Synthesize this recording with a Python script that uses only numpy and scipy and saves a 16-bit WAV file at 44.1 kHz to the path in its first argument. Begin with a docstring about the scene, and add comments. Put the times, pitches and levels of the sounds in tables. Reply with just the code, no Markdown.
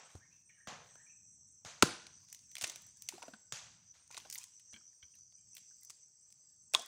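"""Splitting firewood among trees

Near the microphone a small axe splits firewood on a log: one hard chop, tearing fibres, knocks, the axe head
set down, a piece tossed on the pile. Breaks and rubbing are shaped noise; knocks and steel are damped sines.
Someone farther off chops too, mostly heard as echo: noise tails that die away between the trunks.
Crickets and cicadas drone as pulsed tones and coloured noise, a far bird whistles in gliding sines,
and low rumble and faint hiss lie underneath."""
import sys
import numpy as np
from scipy import signal
from scipy.fft import rfft, irfft, next_fast_len
from scipy.io import wavfile
from scipy.ndimage import uniform_filter1d, map_coordinates

SR = 44100
rng = np.random.default_rng(int(sys.argv[2]) if len(sys.argv) > 2 else 0)


def volts_from_db(level):
    """Convert decibel levels to linear amplitude ratios."""
    exponent = np.asarray(level, float) / 20
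    return 10 ** exponent


def persist_wave(psi):
    """Save psi, clipped to +-1, as 16-bit WAV."""
    counts = np.round(np.clip(psi, -1, 1) * 32767).astype(np.int16)
    wavfile.write(sys.argv[1], SR, np.atleast_2d(counts).T)


N = 302967
T = np.arange(N) / SR

# echo among the trees: (frequency [Hz], time to fall 60 dB before any stretching [s])
TREE_DECAY = [(150, 0.43), (1000, 0.53), (4000, 0.52), (9000, .4), (15000, 0.15)]
# far chops: (time [s], level [dB], echo relative to it [dB], brightness [dB per octave])
FAR_CHOPS = [(0.673, -30.5, -3, -2.06), (1.649, -34.5, -2, 0.1), (3.523, -26, -7.5, 1.9),
             (3.94, -56, 2, 1.5)]
# a far chop still echoing at the start: (time before the start [s], level [dB], echo [dB], brightness [dB per octave])
EARLIER_CHOP = (.2, -26.5, 1.5, -2)
# spectrum of far chops before brightness: (frequency [Hz], relative level [dB])
FAR_COLOUR = [(88, -33), (150, 1), (303, -26.5), (398, -15), (466, -5.5), (649, -4.5), (1140, -4),
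              (4160, -7), (6910, -6.5), (16000, -42.5)]
# cicada chorus: (time [s], cicada level [dB], low cicada level [dB])
CHORUS_LEVEL = [(0.0, -70, -83), (0.15, -71, -84), (0.52, -71, -94), (0.86, -72.5, -95), (0.99, -69, -99),
                (1.26, -68, -112.5), (1.55, -68, -103), (1.68, -73.5, -91), (1.84, -65.5, -78),
                (2.31, -69, -72.5), (2.58, -65.5, -93), (2.7, -61.5, -80), (2.85, -69, -80),
                (3.06, -67.5, -81), (3.19, -74, -75.5), (3.33, -72, -79), (3.56, -71, -82),
                (3.71, -69, -78), (3.94, -75, -83.5), (4.15, -68.5, -91), (4.3, -69, -69), (4.53, -70, -84),
                (4.69, -66, -80), (4.97, -69, -79.5), (5.36, -69, -79), (5.74, -66, -76),
                (5.89, -69.5, -75.5), (6.08, -69.5, -86), (6.28, -71, -87), (6.5, -71.5, -80.5),
                (6.87, -71, -90.5)]
# spectrum of the cicadas: (frequency [Hz], relative level [dB])
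CICADA_COLOUR = [(4300, -58), (5100, -24), (5500, -6), (5900, 3), (6500, -6), (7050, -18.5), (7500, -12),
                 (8000, -15.5), (8350, -10.5), (8750, -15), (9150, -42), (11000, -79.5)]
# spectrum of the low cicadas: (frequency [Hz], relative level [dB])
LOW_CICADA_COLOUR = [(4100, -50), (4450, -6), (4800, 0), (5300, -3), (5800, -19.5), (6500, -60)]
# phrases of the trilling cricket: (time [s], level [dB])
TRILL_LEVEL = [(0, -70), (.15, -72), (.22, -84), (.8, -87.5), (.95, -70), (1.62, -72), (1.75, -79),
               (2.4, -82), (2.5, -71), (3.55, -71), (3.75, -76), (3.9, -87), (4.3, -82), (4.45, -69.5),
               (4.85, -76.5), (4.95, -84), (5.3, -89), (5.42, -70), (6.1, -72), (6.87, -68)]
# distant rumble: (time [s], relative level [dB])
RUMBLE_LEVEL = [(0.0, -79), (0.38, -81), (0.63, -81.5), (0.86, -75.5), (1.03, -75.5), (1.2, -78.5),
                (1.49, -74.5), (1.68, -76), (1.82, -69), (1.87, -67), (2.35, -75.5), (2.62, -82),
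                (2.79, -71.5), (2.93, -78), (3.52, -80.5), (3.67, -71.5), (4.0, -81), (4.32, -77.5),
                (4.75, -82), (5.24, -82), (5.45, -82.5), (6.05, -86.5), (6.79, -80), (6.87, -91)]
# spectrum of the rumble: (frequency [Hz], relative level [dB])
RUMBLE_COLOUR = [(20, -29.5), (40, -8), (100, 0), (200, -10), (330, -23), (600, -60)]
# spectrum of the faint hiss: (frequency [Hz], relative level [dB])
HISS_COLOUR = [(100, -28.5), (300, 3), (1000, -3.5), (4000, -8), (9000, -6), (11000, -21.5), (16000, -15.5)]
# higher crickets: (middle [s], pitch [Hz], length [s], relative level [dB])
PEEPS = [(0.059, 8470, 0.028, -71.5), (0.146, 8590, 0.11, -80), (0.475, 8520, 0.043, -76.5),
         (0.605, 8620, 0.14, -80), (0.928, 8470, 0.11, -78), (1.05, 8620, .07, -79.5),
         (1.12, 8600, 0.025, -85), (1.162, 8440, 0.041, -86), (1.287, 8900, 0.03, -87),
         (1.31, 8400, 0.082, -83), (1.337, 8520, 0.028, -73.5), (1.357, 8750, 0.034, -88),
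         (1.504, 8650, 0.059, -79), (2.146, 8330, 0.12, -80.5), (2.43, 8550, 0.079, -82),
         (2.907, 8620, 0.083, -81), (3.346, 8650, 0.078, -82), (3.862, 8320, .06, -87),
         (4.021, 8620, 0.093, -78.5), (4.27, 8400, .05, -88), (4.534, 8540, .05, -80.5),
         (4.726, 8520, 0.044, -75), (4.968, 8610, 0.055, -79), (5.136, 8660, 0.067, -79.5),
         (5.376, 8560, 0.039, -78.5), (5.53, 8650, 0.035, -75.5), (5.804, 8500, 0.04, -76),
         (5.971, 8370, .06, -81.5), (6.005, 8800, 0.038, -90.5), (6.221, 8570, 0.033, -76.5),
         (6.3, 8600, 0.12, -84), (6.424, 8440, 0.041, -81.5), (6.65, 8600, 0.049, -79.5),
         (6.706, 8900, .05, -91)]
# hands, bark and tearing fibres, one list a stretch: (time [s], relative scrape level [dB], relative leaf level [dB])
RUSTLE_LEVELS = [
    [(0.05, -79, -96), (0.136, -79, -116), (0.2, -87, -98)],
    [(0.31, -82, -99), (0.42, -87, -99)],
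    [(0.84, -79, -99), (1.008, -92, -100), (1.1, -101, -100)],
    [(2.2, -84.5, -97), (2.356, -78.5, -94.5), (2.492, -91, -92), (2.576, -72.5, -89), (2.69, -72, -81),
     (2.728, -78, -84), (2.85, -85, -90), (2.92, -87, -99), (3.066, -79, -88), (3.178, -71.5, -90.5),
     (3.216, -67.5, -93), (3.31, -76, -100), (3.352, -96, -102), (3.45, -113, -93)],
    [(4.05, -97, -105.5), (4.154, -64, -99), (4.28, -75.5, -94), (4.33, -69.5, -78), (4.446, -62, -91),
     (4.524, -82, -106), (4.748, -94, -105), (4.974, -91.5, -99), (5.2, -88.5, -102)],
    [(5.45, -98, -99), (5.57, -89, -99), (5.69, -105, -95), (5.786, -91, -91.5), (5.94, -88, -94),
     (6.0, -113, -99)],
    [(6.26, -91, -101), (6.4, -101, -100), (6.54, -95, -100)],
    [(6.72, -89.5, -100), (6.87, -94.5, -99)],
]
# spectrum of the scrape: (frequency [Hz], relative level [dB])
SCRAPE_COLOUR = [(180, -93), (300, -69), (689, -23), (978, -2), (1300, -12.5), (1840, -6), (3950, -7.5),
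                 (6850, -5), (16000, -29)]
# spectrum of the dry leaves: (frequency [Hz], relative level [dB])
LEAF_COLOUR = [(4000, -22), (6500, -3), (9000, 3), (12000, -8.5), (16000, 2)]
# bouts of the chirping cricket: (middle of first chirp [s], chirps [count], period [s], level [dB])
BOUTS = [(.13, 5, 0.17, -79.5), (0.939, 5, .163, -69), (2.157, 7, 0.18, -65), (3.895, 1, 0.21, -63),
         (4.554, 10, .164, -65), (6.234, 3, 0.18, -74)]
# near breaks: (time [s], snap level [dB], then relative to it knock [dB], treble [dB], air [dB]; 30 dB fall [ms])
CRACKS = [(0.1027, -57.5, -6, -8, -30, 14), (0.1526, -55, -1, 1, -27, 8), (0.955, -51, -3, -10, -26, 5),
          (1.8238, -10, -17, -9, -24.5, 14), (2.0672, -40, -22, -10.5, -38, 9.1),
          (2.286, -57, -24, -0.5, -22, 10), (2.2999, -63.5, -15, 6, -14, 10.4),
          (2.3271, -42, -28.5, 1, -9, 7), (2.3462, -47, -27, -2, -12, 9.4),
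          (2.3908, -57, -28, 1.5, -18, 7.4), (2.5148, -49.5, -33, -3, -17, 8),
          (2.5535, -28, -36, -6.5, -22, 4.7), (2.567, -30, -28.5, -14, -26, 6.7),
          (2.5819, -37.5, -25, -4.5, -19, 12.5), (2.611, -28.5, -23.5, -8, -31, 13),
          (2.6196, -32.5, -17.5, -4, -14, 8.5), (2.625, -35, -18, -6.5, -17, 14.5),
          (2.6377, -31.5, -8.5, 0, -21, 8.6), (2.641, -22.5, -27.5, -8.5, -32, 13.4),
          (2.6695, -34, -22, -11, -20, 8), (2.6761, -52.5, -9, 9.5, -11, 13),
          (2.6967, -35, -23, -5, -20, 12.5), (2.7174, -51, -8.5, -8.5, -16, 17),
          (2.7585, -36.5, -22, -6.5, -20, 7.6), (2.8194, -59.5, -14, 6, -3, 8),
          (2.866, -64, -7, 5, -1, 9.9), (2.9706, -72.5, -15, 18, -2, 8.7), (3.021, -45, -27, 1.5, -6, 8),
          (3.0875, -29.5, -28, -4.5, -17.5, 11.5), (3.1241, -58, -6, -3, -22, 9.3),
          (3.1394, -51, -7, -15, -22, 7.4), (3.1807, -40, -5.5, -22, -24, 3.5),
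          (3.2218, -42, -12, -16, -37, 5), (3.2263, -39, -14.5, -9.5, -39, 13.3),
          (3.2344, -54, 2.5, -6, -33, 6.6), (3.281, -47.5, -7.5, -11, -36, 11),
          (3.3356, -47.5, -13, -15, -40, 20), (4.077, -83.5, -4.5, 26.5, -12, 6.5),
          (4.106, -54, -6, -12, -28, 7.5), (4.111, -45, -25, -3.5, -28.5, 10.2),
          (4.1245, -49.5, -20, -4, -27.5, 12.7), (4.144, -43, -16, -11, -25, 24),
          (4.1678, -36.5, -36, -10, -37, 12.5), (4.1712, -51, -16, -2, -19, 9.4),
          (4.1763, -34.5, -18, -6, -32, 10), (4.1814, -44, -23, -2, -14, 5.5),
          (4.2005, -44, -27, -13.5, -23, 9.1), (4.2228, -54, -30, -14, -24, 8),
          (4.25, -51, -9, -22, -32, 24), (4.2581, -58, -2, -17, -27, 12), (4.272, -68, -6.5, 7, -19, 8),
          (4.2996, -38.5, -50, 3.5, -11, 6.1), (4.3099, -51.5, -42, 8, -9, 8.6),
          (4.3257, -39, -43, 0, -12, 7.7), (4.3279, -44.5, -33, 3, -7, 9.5),
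          (4.3334, -53, -35, -1, -3, 6.6), (4.339, -61, -28, 9, 14, 8), (4.3474, -57, -26, 19.5, 13, 5.1),
          (4.355, -39, -55, -17, -10, 15), (4.3794, -51, -16, 12, -2, 3.3), (4.3835, -45, -30, 8.5, -16, 9),
          (4.4146, -59, -28, 3, -8, 9), (4.4319, -53, -33, 4.5, -11.5, 7.3),
          (4.4396, -46.5, -35, 3, -11, 8), (4.596, -53.5, -41, -4, -24.5, 13),
          (4.7276, -59.5, 2, 2, -17, 7.2), (4.7328, -50, -20, -7, -24.5, 12.4),
          (4.9299, -76, -21, 11, -21, 7.7), (5.1532, -59.5, -20, -9, -9, 5.8),
          (5.187, -81, -17, 17.5, -10, 8), (5.3229, -61.5, -18.5, -6, -23, 6.9),
          (5.5503, -55.5, -29, 5.5, -1.5, 8.9), (5.5667, -44, -33, -8, -14, 17),
          (5.58, -47.5, -27, -3, -13.5, 10.6), (5.7594, -80, -25, 13, -1, 8),
          (5.8104, -82, -19, 5, 16, 7.8), (5.8323, -77, -22, 26.5, 18.5, 9.5),
          (5.8484, -66, -26, 16, 7.5, 8.2), (5.898, -45.5, -22, 0, -18, 6.9),
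          (5.9026, -46.5, -23, 0, -16.5, 15), (6.3029, -58.5, -26, -3.5, -19, 7.9),
          (6.3243, -59, -28.5, 6, -12, 6.9), (6.4994, -74.5, -14, 10, -21, 9.2),
          (6.7365, -24, -10.5, -3, -17, 4), (6.7421, -27.5, -11, -6.5, -30, 12.4),
          (6.7486, -15.5, -24, -7, -35, 4.7), (6.7612, -44, -17, -16, -25, 8.7),
          (6.7904, -49.5, -2, -2, -18, 6.2), (6.7951, -55, -12, 14.5, -6, 6),
          (6.8195, -53, -17, 5, -4, 8.7), (6.8603, -54, -26, 8, 1, 3.9)]
# resonances of split wood: (centre [Hz], width [Hz], relative level [dB])
WOOD_RESONANCES = [(306, 270, -9.5), (725, 160, 1), (1050, 90, -1), (1512, 340, -1.5)]
# swings of a log or a loose piece: (time [s], level [dB], pitch [Hz], time to fall 60 dB [s])
KNOCKS = [(0.15, -37, 91, 0.098), (.152, -41.5, 410, 0.012), (0.677, -33, 137, 0.019),
          (1.656, -40, 97, 0.04), (1.825, -9, 1344, 0.019), (1.825, -24, 6660, 0.019),
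          (1.8275, -21, 1010, 0.023), (1.8311, -4, 323, 0.0093), (1.833, -20.5, 148, 0.049),
          (2.631, -42, 100.4, .05), (3.124, -48.5, 910, 0.032), (3.136, -48, 353, 0.11),
          (3.18, -50, 756, 0.044), (3.221, -45.5, 947, 0.093), (3.281, -44, 648, 0.045),
          (3.282, -48.5, 262, 0.068), (3.337, -44, 1520, 0.033), (3.334, -49, 219, 0.079),
          (3.528, -42.5, 130, 0.06), (4.105, -52.5, 924, 0.039), (4.145, -47, 2400, 0.021),
          (4.176, -39.5, 1074, 0.015), (4.356, -43, 2040, 0.023), (4.25, -58, 798, 0.12),
          (4.733, -52, 80, .056), (4.738, -58, 223, 0.18), (4.81, -62.5, 1330, 0.02),
          (4.93, -72.5, 1800, .03), (5.14, -62.5, 2750, 0.027), (5.145, -73, 1850, 0.028),
          (5.901, -53, 1136, 0.018), (5.029, -54, 76, 0.11), (5.613, -65, 199, 0.035),
          (5.709, -70, 1544, 0.073), (5.821, -71, 2030, 0.11), (6.742, -23.5, 2550, 0.013),
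          (6.7485, -10.5, 3475, 0.013), (6.7497, -24.5, 1062, 0.041), (6.763, -34.5, 3640, .02),
          (6.791, -43.5, 714, 0.087)]
# far bird notes: (time [s], nominal start pitch [Hz], nominal end pitch [Hz], length [s], relative level [dB])
BIRD_NOTES = [(0.199, 1536, 1964, 0.052, -69.5), (.225, 2130, 2150, 0.041, -75),
              (0.301, 2460, 2710, 0.056, -75.5), (0.491, 2420, 2180, 0.015, -63.5),
              (0.494, 1945, 1770, 0.023, -69.5), (0.498, 2980, 2930, 0.074, -82),
              (0.567, 1845, 1510, 0.035, -69.5), (.6, 1806, 1840, 0.02, -64.5),
              (0.894, 1920, 1800, 0.024, -74), (0.968, 1720, 1555, .03, -70.5),
              (.995, 1807, 1860, 0.023, -65), (1.061, 2310, 2460, 0.016, -68),
              (1.089, 2643, 2466, 0.023, -67), (5.367, 2363, 2440, 0.032, -86),
              (5.376, 3044, 3080, 0.027, -87), (5.534, 2610, 2740, 0.037, -76)]
# axe head on the log: (time [s], relative level [dB])
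CLINKS = [(4.7405, -52.5), (4.7618, -49), (5.027, -49.5)]
# ringing modes of the axe head: (pitch [Hz], average relative level [dB], time to fall 60 dB [s])
STEEL_MODES = [(1560, -2.5, 0.069), (2286, 2.5, 0.051), (3160, 4.5, 0.042), (4180, -2, 0.035),
               (1000, -18.5, 0.036), (2650, -11, .035)]
# microphone port peaks, added to the flat response: (centre [Hz], width [Hz], level of the added part [dB])
MIC_PEAKS = [(6400, 900, -3), (14900, 1200, 7)]


def unit(x):
    """Scale to rms 1."""
    return x / np.sqrt(np.mean(x ** 2) + 1e-20)


def along(points, hz):
    """Read (Hz, value) points on a log frequency axis."""
    f, v = np.transpose(points)
    return np.interp(np.log(hz + 1), np.log(f + 1), v)


def curves(rows, outside=None):
    """One value per sample for each column after the time."""
    s, *columns = np.transpose(rows)
    return [np.interp(T, s, column, outside, outside) for column in columns]


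def wobble(rate):
    """A smooth random curve with rate knots a second."""
    knots = rng.standard_normal(int(N * rate / SR) + 4)
    return map_coordinates(knots, [T * rate])


def rough(size, radians):
    """Slow random phase: wood and distance blur a pure ring."""
    return radians * unit(uniform_filter1d(rng.standard_normal(size), 160))


def patchy(depth_db):
    """Noise whose level varies in patches of time and frequency."""
    z = signal.stft(rng.standard_normal(N), nperseg=512)[2]
    field = uniform_filter1d(rng.standard_normal(z.shape), 4, 0)
    field = uniform_filter1d(field, 8, 1)
    return signal.istft(z * volts_from_db(depth_db * unit(field)), nperseg=512)[1][:N]


def filtered(x, response):
    """Filter x by a complex response of frequency."""
    m = next_fast_len(len(x) + 8192)
    return irfft(rfft(x, m) * response(np.fft.rfftfreq(m, 1 / SR)), m)[:len(x)]


def coloured(x, spectrum):
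    """Shape x by (Hz, dB) points and scale to rms 1."""
    return unit(filtered(x, lambda hz: volts_from_db(along(spectrum, hz))))


def resonances(peaks):
    """Causal response of (Hz, width, dB) peaks with alternating signs."""
    def response(f):
        total = 0
        for k, (centre, width, db) in enumerate(peaks):
            damping = 1j * f * width
            total = total + (-1) ** k * volts_from_db(db) * damping / (centre ** 2 - f ** 2 + damping)
        return total
    return response


def band(x, lo_hz, hi_hz):
    """Steep causal band-pass that keeps the rms of white noise."""
    sos = signal.butter(3, [lo_hz, hi_hz], "band", fs=SR, output="sos")
    return signal.sosfilt(sos, x) * np.sqrt(SR / 2 / (hi_hz - lo_hz))


def add(track, s, sound):
    """Mix a sound in at a time in seconds."""
    part = track[..., round(s * SR):][..., :sound.shape[-1]]
    part += sound[..., :part.shape[-1]]


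def pulses(rate, duty, s=0.0):
    """Wing strokes: a train of rounded bumps."""
    return np.clip((np.cos(2 * np.pi * rate * (T - s)) - 1) / (2 * duty) + 1, 0, 1)


def narrow(hz, width_hz):
    """Noise squeezed twice through one resonance, rms 1."""
    resonance = resonances([(hz, width_hz, 0)])
    return unit(filtered(rng.standard_normal(N), lambda f: resonance(f) ** 2))


def gate(middle, length):
    """A soft-edged window."""
    out = np.zeros(N)
    near = slice(max(round((middle - length) * SR), 0), round((middle + length) * SR))
    out[near] = np.exp(-((T[near] - middle) / (length / 2)) ** 4)
    return out


def trees(x, slower=1.0):
    """Trunks and leaves scatter the sound back; each third of a second gets a new decaying noise tail."""
    out, step, size = np.zeros(len(x) + 2 * SR), SR // 3, SR * 3 // 4
    for start in range(0, len(x), step):
        stretch = x[start:start + step]
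        if stretch.any():
            hz, t, z = signal.stft(rng.standard_normal(size), SR, nperseg=256)
            trunks_db = 6 * uniform_filter1d(rng.standard_normal(z.shape), 5, 0)  # single trunks answer in patches
            decay_db = -60 * t / (slower * along(TREE_DECAY, hz)[:, None])
            tail = signal.istft(z * volts_from_db(trunks_db + decay_db), SR, nperseg=256)[1]
            tail *= 1 - np.exp(-np.arange(len(tail)) / SR / .004)  # no scatterer is very close
            add(out, start / SR, signal.fftconvolve(stretch, tail / np.linalg.norm(tail)))
    return out[:len(x)]


def far_chops():
    """A far blow arrives as a brief crack of noise, then a long wash from the trees."""
    out, t = np.zeros(N + SR), np.arange(SR // 4) / SR  # one second of lead-in, cut off at the end
    fall = volts_from_db(-30 * t / .012)  # the direct crack falls 30 dB in 12 ms
    earlier = (-EARLIER_CHOP[0], *EARLIER_CHOP[1:])
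    for s, db, echo_db, tilt_db in [earlier] + list(FAR_CHOPS):
        colour = [(hz, level + tilt_db * np.log2(hz / 2000)) for hz, level in FAR_COLOUR]
        direct = coloured(rng.standard_normal(len(t)), colour) * fall
        click = coloured(signal.unit_impulse(len(t), 400), colour)[300:]
        echo = trees(np.pad(click, (0, SR // 2)), slower=1.2)
        add(out, s + 1, volts_from_db(db - 9) * direct)
        add(out, s + 1, volts_from_db(db + echo_db - 23.5) * echo)
    return out[SR:]


def cicadas():
    """Many cicadas blur into two bands of patchy noise that swell and sink."""
    high_db, low_db = curves(CHORUS_LEVEL)
    high = volts_from_db(high_db) * coloured(patchy(depth_db=2.0), CICADA_COLOUR)
    low = volts_from_db(low_db + 1.5 * wobble(8)) * coloured(patchy(depth_db=3), LOW_CICADA_COLOUR)
    return high + low


def trilling_cricket():
    """A wing rings as an unsteady tone with narrow noise, pulsed by its strokes."""
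    trill_db, = curves(TRILL_LEVEL)
    wing = np.sin(2 * np.pi * 7660 * T + 1.3 * wobble(110)) + .5 * narrow(7650, 200)
    strokes = .6 + pulses(53, 1, .004 * wobble(9))  # stroke times drift by milliseconds
    return volts_from_db(trill_db + 1.5 * wobble(25)) * unit(wing * strokes)


def rumble():
    """Low distant noise that rolls a little."""
    rolling_db = 2.5 * wobble(6)
    return volts_from_db(curves(RUMBLE_LEVEL)[0] + 3 + rolling_db) * coloured(rng.standard_normal(N), RUMBLE_COLOUR)


def hiss():
    """The faint hiss of the open air: patchy coloured noise."""
    return volts_from_db(-87.5) * coloured(patchy(depth_db=2.5), HISS_COLOUR)


def peeping_crickets():
    """Higher crickets give short soft-edged tones, pulsed by wing strokes."""
    out = np.zeros(N)
    for s, hz, length, db in PEEPS:
        t = np.arange(-length, length, 1 / SR)
        strokes = 1 - 0.45 * np.cos(2 * np.pi * 30 * t)
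        envelope = volts_from_db(db + 7.5) * np.exp(-(2 * t / length) ** 4)
        add(out, max(s - length, 0), envelope * strokes * np.sin(2 * np.pi * hz * t))
    return out


def rustle():
    """Clumped tiny fibre snaps on a bed of rubbing noise, and a finer crackle of dry leaves."""
    scrape, leaves = sum(volts_from_db(np.array(curves(rows, -140))) for rows in RUSTLE_LEVELS)
    hits = rng.random((2, N)) < 1200 / SR  # about 1200 snaps a second
    snap_db = 4 * rng.exponential(size=(2, N)).clip(0, 3)
    snaps = hits * rng.standard_normal((2, N)) * volts_from_db(snap_db)
    rubbing = coloured(.7 * unit(snaps[0]) + patchy(depth_db=6.0), SCRAPE_COLOUR)
    crackle = coloured(0.59 * unit(snaps[1]) + rng.standard_normal(N), LEAF_COLOUR)
    clumps = volts_from_db(3.5 * np.array([wobble(45), wobble(60)]))
    return volts_from_db(3) * clumps[0] * scrape * rubbing + volts_from_db(2) * clumps[1] * leaves * crackle


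def chirping_cricket():
    """One cricket chirps in bouts: narrow noise, pulsed by wing strokes and gated."""
    chirps = np.zeros(N)
    for s, count, period, db in BOUTS:
        for k in range(round(count)):
            chirps += volts_from_db(db) * gate(s + k * period, 0.07)
    return chirps * unit(narrow(5960, 310) * (0.9 + pulses(90, 0.76)))


def cracks():
    """Each break is a short noise burst whose low part rings the wood; the trees return its smooth colour."""
    bursts, impulses, t = np.zeros((4, N)), np.zeros((4, N)), np.arange(2048) / SR
    for s, db, knock_db, treble_db, air_db, life_ms in CRACKS:
        shape = volts_from_db(-30 * t / (max(life_ms, 1) / 1000)) * (1 - np.exp(-t / 0.0006))
        shape *= 1 + 1.6 * np.exp(-t / .0007)  # the first fibre to go is the sharpest
        gains = volts_from_db(db + np.array([[knock_db], [-7], [treble_db], [air_db]]))
        add(bursts, s, gains * shape * rng.standard_normal(len(t)))
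        add(impulses, s, gains * np.linalg.norm(shape) * rng.choice([-1, 1]))  # the same energy as one impulse
    edges = [(250, 1900), (1900, 5000), (5000, 9300), (9300, 16500)]  # knock, middle, treble, air [Hz]
    direct = [band(track, *hz) for track, hz in zip(bursts, edges)]
    scattered = [band(track, *hz) for track, hz in zip(impulses, edges)]
    direct = 2.33 * filtered(direct[0], resonances(WOOD_RESONANCES)) + sum(direct[1:])
    scattered = 1.8 * scattered[0] + sum(scattered[1:])
    return direct, scattered


def knocks():
    """A struck log or loose piece swings at one pitch and is damped."""
    out, t = np.zeros(N), np.arange(SR // 4) / SR
    for s, db, hz, t60 in KNOCKS:
        blur = np.minimum(t * hz / 8, 1) * rough(len(t), 1.1)  # sets in over eight cycles
        swing = np.sin(2 * np.pi * hz * t + blur)
        onset = 1 - np.exp(-t * hz * 5.8)
        add(out, s, volts_from_db(db - 60 * t / max(t60, .005)) * swing * onset)
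    return out


def bird():
    """A far bird gives short unsteady gliding whistles, and the trees echo them."""
    out = np.zeros(N)
    for s, from_hz, to_hz, length, db in BIRD_NOTES:
        u = np.linspace(0, 1, round(length * SR))
        warble = 1 + 0.032 * np.sin(2 * np.pi * (1.6 * u + rng.random()))
        phase = 2 * np.pi * np.cumsum((from_hz + (to_hz - from_hz) * u) * warble) / SR
        add(out, s, volts_from_db(db + 2.5) * np.sin(np.pi * u) * np.sin(phase + rough(len(u), 0.4)))
    return out + volts_from_db(-2.5) * trees(out, slower=.9)


def clinks():
    """The axe head rings briefly in several damped modes, at new strengths each time."""
    out, t = np.zeros(N), np.arange(SR // 5) / SR
    for s, db in CLINKS:
        ring = np.zeros(len(t))
        for hz, level, t60 in STEEL_MODES:
            fall = volts_from_db(level + rng.normal(0, 3) - 60 * t / t60)
            ring += fall * np.sin(2 * np.pi * hz * t + rough(len(t), .8))
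        add(out, s, volts_from_db(db - 6.5) * ring * (1 - np.exp(-t / 0.00032)))
    return out


def scene():
    """Near wood with a little echo from the trees, over the far sounds."""
    insects = cicadas() + trilling_cricket() + peeping_crickets() + chirping_cricket()
    handling = rustle() + knocks() + clinks()
    direct, scattered = cracks()
    near_echo = trees(volts_from_db(-12.5) * scattered + volts_from_db(-21) * handling)
    mix = direct + handling + near_echo + far_chops() + insects + bird() + rumble() + hiss()
    return mix[None]


def roll_off(x):
    """The treble ends steeply here."""
    return signal.sosfilt(signal.butter(12, 16820, fs=SR, output="sos"), x)


def record(dry):
    """The microphone cuts deep bass, lifts two treble bands and ends steeply."""
    def microphone(f):
        bass_cut = (1j * f / (1j * f + 75)) ** 2
        port = 1 + sum(resonances([peak])(f) for peak in MIC_PEAKS)
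        return bass_cut * port / (1 + (f / 15900) ** 60)
    heard = filtered(dry[0], microphone)
    return roll_off(heard[None])


dry = scene()
out = record(dry)
persist_wave(out)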